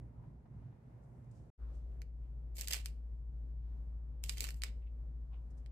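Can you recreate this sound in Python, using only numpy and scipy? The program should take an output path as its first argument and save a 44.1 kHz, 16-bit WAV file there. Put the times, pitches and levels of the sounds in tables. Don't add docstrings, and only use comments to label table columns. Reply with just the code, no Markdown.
import sys
import numpy as np
from scipy import signal
from scipy.fft import rfft, irfft, next_fast_len
from scipy.io import wavfile
from scipy.ndimage import uniform_filter1d

SR = 44100
rng = np.random.default_rng(int(sys.argv[2]) if len(sys.argv) > 2 else 0)


def generate_wav(sig):
    pcm = np.round(np.clip(np.atleast_2d(sig).T, -1, 1) * 32767).astype(np.int16)
    wavfile.write(sys.argv[1], SR, pcm)


def volts_from_decibels(level):
    exponent = np.asarray(level, float) / 20
    return 10 ** exponent


N = 251811


def unit(x):
    return x / np.sqrt(np.mean(x ** 2))


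def pan(db):
    return volts_from_decibels(np.array([[db / 2], [-db / 2]]))


def ring(x, hz, width_hz):
    low_hz = np.sqrt(hz ** 2 + width_hz ** 2 / 4) - width_hz / 2
    high_hz = min(low_hz + width_hz, 0.45 * SR)
    return signal.sosfilt(signal.butter(2, [low_hz, high_hz], "band", fs=SR, output="sos"), x)


def sachet():
    far_port_s = 0.0005
    left, right = snaps() + crackle()
    return np.array([left, np.roll(right, int(far_port_s * SR))])


# centre in Hz, width in Hz, left minus right in dB, share in the crackle in dB.
FOIL = [(337, 540, 5.5, -14.5), (950, 1300, 1.5, -22), (2600, 1400, -5, -5), (4700, 1500, -8, -9.5),
        (7650, 2620, -8, -4), (12730, 2700, 11, -10)]
# start in seconds, rms over 5 ms in dB, brightness in dB per octave,
# focus on the middle in dB per octave squared (below 0 acts as 0), time constant in ms (at least 0.25).
SNAPS = [(2.0177, -56, -2, -3.5, 0.39), (2.5665, -58.5, 2.5, 3, 0.92), (2.5814, -54, 4, -2.2, .4),
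         (2.6106, -38.5, 7.5, 1.5, 0.47), (2.6733, -43, 4.5, 6, 1), (2.6825, -38.5, 3.5, -0.7, .87),
         (2.7075, -43, 2.5, 1, .87), (2.711, -39, 1.5, .1, 1.2), (2.7242, -38, 0.4, 3, .9),
         (2.7322, -33, 0.66, 1.4, .8), (2.7357, -36, 3, -0.5, .4), (2.7426, -40.5, -2.5, 1.7, .65),
         (2.8585, -41.5, 1.9, 0.5, 0.27), (4.2383, -41.5, 2.5, -1.9, 0.4), (4.2933, -34.5, 0.5, 3, 1.2),
         (4.3712, -52, -1.5, 1, 0.82), (4.3813, -47, 2.5, 3, 0.65), (4.4056, -35, 4.5, 1.5, 0.43),
         (4.4314, -50, 6.5, 0.2, 0.44), (4.4404, -39.5, 1.3, -2.3, .78), (4.4467, -45.5, -3, -5, 1.1),
         (4.468, -51.5, -0.2, -1.5, .48), (4.4873, -45, -2, 0, 1.6), (4.5051, -50, 0.5, -4.3, .85),
         (4.5427, -61.5, 3, 1, 0.41), (4.6192, -44, -1, 3, .4), (4.635, -36, -1, 1, .95),
         (5.6603, -64, -5, 2, 0.84)]
SNAP_SHARE_DB = [-10, -2.5, -4, -1.8, -5.5]


def snaps():
    u = np.arange(800) / SR
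    out = np.zeros((2, N + len(u)))
    for start_s, db, bright_db, focus_db, ms in SNAPS:
        both, left, right = rng.standard_normal((3, len(u)))
        age = u / (max(ms, 0.25) / 1000)
        shape = age * np.exp(-age - age ** 2 / 8)
        push = shape * (0.75 * both + 0.65 * np.array([left, right]))
        snap = 0
        for k, ((hz, width_hz, pan_db, _), share_db) in enumerate(zip(FOIL[1:], SNAP_SHARE_DB)):
            mode = unit((-1) ** k * ring(push, hz, width_hz) * pan(pan_db))
            octaves = np.log2(hz / 4000)
            tilt_db = bright_db * octaves - max(focus_db, 0) * octaves ** 2
            snap = snap + volts_from_decibels(share_db + tilt_db) * mode
        rms_5ms = np.sqrt(np.sum(snap ** 2) / 2 / (0.005 * SR))
        i = int(start_s * SR)
        out[:, i:i + len(u)] += volts_from_decibels(db) * snap / rms_5ms
    return out[:, :N]


def crackle():
    t = np.arange(N) / SR
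    clicks_per_s, click_decay_s = 500, 0.0012
    clicks = (rng.random(N) < clicks_per_s / SR) * volts_from_decibels(2.5 * rng.exponential(size=N))
    clicks = np.minimum(clicks, 10)
    hail = np.convolve(clicks, np.exp(-t[:200] / click_decay_s))[:N]
    strength = unit(hail + 1)
    both, left, right = rng.standard_normal((3, N))
    push = strength * (0.53 * both + 0.92 * np.array([left, right]))
    out = 0
    for k, (hz, width_hz, pan_db, share_db) in enumerate(FOIL):
        mode = (-1) ** k * unit(ring(push, hz, width_hz))
        out = out + tail_level(hz) * volts_from_decibels(share_db) * mode * pan(pan_db)
    return out


# start of full level in seconds, hold in seconds, level in dB,
# brightness in dB per octave.
TAILS = [(2.562, .02, -65, 5.5), (2.59, .04, -55.5, -0.5), (2.685, .01, -57.5, 0.25), (2.71, .035, -49, 0),
         (2.768, 0.026, -60.5, -3), (2.852, 0.018, -66, -0.8), (4.245, 0.012, -59, 1),
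         (4.295, 0.027, -56, 0.7), (4.375, .015, -57, -1.5), (4.418, 0.033, -55, -1.5),
         (4.484, 0.014, -62.5, 0.7), (4.562, 0.0053, -78, 6), (4.641, 0.018, -58.5, -4.5)]


def tail_level(hz):
    t, out = np.arange(N) / SR, np.zeros(N)
    rise_s, fall_s = 0.0067, 0.021
    octaves = np.log2(max(hz, 2000) / 4000)
    for start_s, hold_s, db, bright_db in TAILS:
        near = slice(int((start_s - 0.1) * SR), int((start_s + 0.3) * SR))
        early = np.maximum(start_s - t[near], 0) / rise_s
        late = np.maximum(t[near] - start_s - hold_s, 0) / fall_s
        out[near] += volts_from_decibels(db + bright_db * octaves) * np.exp(-(early ** 2 + late ** 2) / 2)
    return out


def room(x):
    near_t60_s, near_db = 0.05, -6
    far_t60_s, far_db = 0.28, -13.5
    u = np.arange(int(0.6 * SR)) / SR
    near, far = rng.standard_normal((2, 2, len(u)))
    far = signal.lfilter([0.55], [1, -0.65], far)
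    tail = 0
    for noise, t60_s, db in [(near, near_t60_s, near_db), (far, far_t60_s, far_db)]:
        tail = tail + volts_from_decibels(db - 60 * u / t60_s) * noise / np.sqrt(t60_s * SR / np.log(1e6))
    return x + signal.fftconvolve(x, tail * (u > 0.002), axes=1)[:, :N]


HUM_HZ = [43.34, 56.67, 58.5, 89.29, 120.01, 143.33, 156.66, 240.02, 284.0]
HUM_DB = [-11.5, 1, -26, -34, -24.5, -27, -35.5, -34, -38]
# time in seconds, level in dB.
MOTOR = [(1.65, -42), (1.72, -44.5), (2.03, -46.5), (3.82, -43), (4.01, -45), (4.3, -43), (5.53, -46),
         (5.7, -47)]


def motor():
    t = np.arange(N) / SR
    in_step_s, pan_db = 1.858, 2
    tones = 0
    for hz, db in zip(HUM_HZ, HUM_DB):
        tones = tones + volts_from_decibels(db) * np.sqrt(2) * np.cos(2 * np.pi * hz * (t - in_step_s))
    level_db = np.interp(t, *np.transpose(MOTOR))
    return tones * volts_from_decibels(level_db) * pan(pan_db)


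def puff(peak_s, rise_s, fall_s, hz, width_hz, db):
    t, out = np.arange(N) / SR, np.zeros((2, N))
    i = max(int((peak_s - 4 * rise_s) * SR), 0)
    j = min(int((peak_s + 6 * fall_s) * SR), N)
    after_s = t[i:j] - peak_s
    shape = np.exp(-np.where(after_s < 0, (after_s / rise_s) ** 2, after_s / fall_s))
    both, left, right = rng.standard_normal((3, j - i))
    noise = both * min(600 / hz, 1) + np.array([left, right]) * min(hz / 600, 1)
    out[:, i:j] = volts_from_decibels(db) * shape * unit(ring(noise, hz, width_hz))
    return out


# peak time in seconds, level in dB.
TAPS = [(.24, -69), (.46, -65), (.627, -68), (.728, -67.5), (1.588, -89)]


def taps():
    return sum(puff(s, rise_s=0.0033, fall_s=0.0093, hz=700, width_hz=570, db=db) for s, db in TAPS)


# peak time in seconds, level in dB.
BUMPS = [(3.884, -64), (4.69, -58), (5.452, -60.5), (5.55, -64.5)]


def bumps():
    return sum(puff(s, rise_s=0.0098, fall_s=0.021, hz=185, width_hz=75, db=db) for s, db in BUMPS)


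# peak time in seconds, fall in seconds, level in dB.
SWISHES = [(1.039, 0.033, -89), (1.245, 0.0046, -87), (1.316, 0.008, -77), (1.371, 0.064, -82.5),
           (1.76, 0.049, -83), (5.51, 0.012, -80.5), (5.583, .015, -77.5)]


def swishes():
    return sum(puff(s, 0.6 * fall_s, fall_s, hz=6500, width_hz=4200, db=db) for s, fall_s, db in SWISHES)


# peak time in seconds, fall in seconds, centre in Hz, level in dB.
RUBS = [(1.646, 0.082, 1200, -74), (1.92, 0.01, 2500, -84), (2.25, 0.046, 2350, -87),
        (4.828, 0.029, 2400, -80.5), (4.874, 0.018, 2420, -76), (5.342, 0.028, 2600, -73.5),
        (5.34, 0.043, 950, -71.5)]


def rubs():
    return sum(puff(s, 0.6 * fall_s, fall_s, hz, 0.44 * hz, db) for s, fall_s, hz, db in RUBS)


def walk(rate_hz):
    k = int(SR / rate_hz)
    held = np.repeat(rng.standard_normal(N // k + 1), k)
    return 1.3 * uniform_filter1d(uniform_filter1d(held, k), k)[:N]


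# frequency in Hz, likeness from 0 to 1.
LIKE = [(60, 0.96), (130, .94), (290, 0.9), (640, 0.2), (1400, 0)]
# time in seconds, treble gain in dB.
TREBLE_DRIFT = [(0, 0), (.75, 1.5), (1.0, 3.5), (1.5, 1.5), (1.62, 6), (1.8, 5), (2.1, 1), (4.0, 1.9),
                (4.5, 3), (5.0, 1.5), (5.71, 3.5)]


def air(points, db, bass_pan_db):
    size = next_fast_len(N)
    hz = np.maximum(np.arange(size // 2 + 1) * SR / size, 1)
    point_hz, point_db = np.transpose(points)
    like_hz, likeness = np.transpose(LIKE)
    gain = volts_from_decibels(np.interp(np.log(hz), np.log(point_hz), point_db, left=-50))
    like = np.clip(np.interp(np.log(hz), np.log(like_hz), likeness), 0, 1)
    noise = rfft(rng.standard_normal((2, size))) * gain * np.sqrt([1 + like, 1 - like])
    treble_db = np.interp(np.arange(N) / SR, *np.transpose(TREBLE_DRIFT))
    together = walk(13)
    out = 0
    for k in range(10):
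        bass = k < 4
        share = np.clip(1 - abs(np.log2(hz / 32) - k), 0, 1)
        mid, side = irfft(noise * share, size)[:, :N]
        drift_db = treble_db * (-0.17 if bass else 1)
        swell_db = drift_db + 1.3 * walk(7.5) + 1.1 * together
        out = out + volts_from_decibels(swell_db) * np.array([mid + side, mid - side]) * pan(bass_pan_db * bass)
    return out * volts_from_decibels(db) / np.sqrt(np.mean(out.mean(axis=0) ** 2))


# frequency in Hz, relative density in dB per Hz.
KITCHEN = [(25, -41), (36, -29), (48, -10), (62, -14), (80, -19), (100, -22.5), (130, -18.5), (153, -20),
           (175, -32.5), (241, -28.5), (323, -35.5), (444, -37.5), (611, -43), (1500, -57), (2930, -67.5),
           (8000, -76), (15000, -80)]


def kitchen_air():
    return air(KITCHEN, db=-57, bass_pan_db=0.5)


# frequency in Hz, relative density in dB per Hz.
DINING = [(25, -35), (40, -10.5), (62, 2), (90, -10.5), (116, 4.5), (140, -3.5), (165, -7.5), (195, -14),
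          (235, -11.5), (290, -19), (510, -25.5), (950, -31.5), (1110, -37.5), (2000, -43.5), (3250, -55),
          (12300, -64), (15000, -69)]


def dining_air():
    return air(DINING, db=-53.5, bass_pan_db=-1.5)


def scene():
    t = np.arange(N) / SR
    cut_s, back_s = 1.502, 1.578
    first = np.clip((cut_s - t) / 0.00077, 0, 1)
    second = np.clip((t - back_s) / 0.02, 0, 1)
    hum_fade = np.clip((t - back_s) / 0.06, 0, 1)
    rustles = (first + second) * (taps() + bumps() + swishes() + rubs())
    return room(sachet()) + hum_fade * motor() + rustles + second * kitchen_air() + first * dining_air()


def band_limit(x):
    return signal.sosfilt(signal.butter(12, 16640, fs=SR, output="sos"), x)


def record(dry):
    top_hz, ripple_db = 15300, 0.5
    x = signal.sosfilt(signal.cheby1(4, ripple_db, top_hz, fs=SR, output="sos"), dry)
    return band_limit(x)


dry = scene()
out = record(dry)
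generate_wav(out)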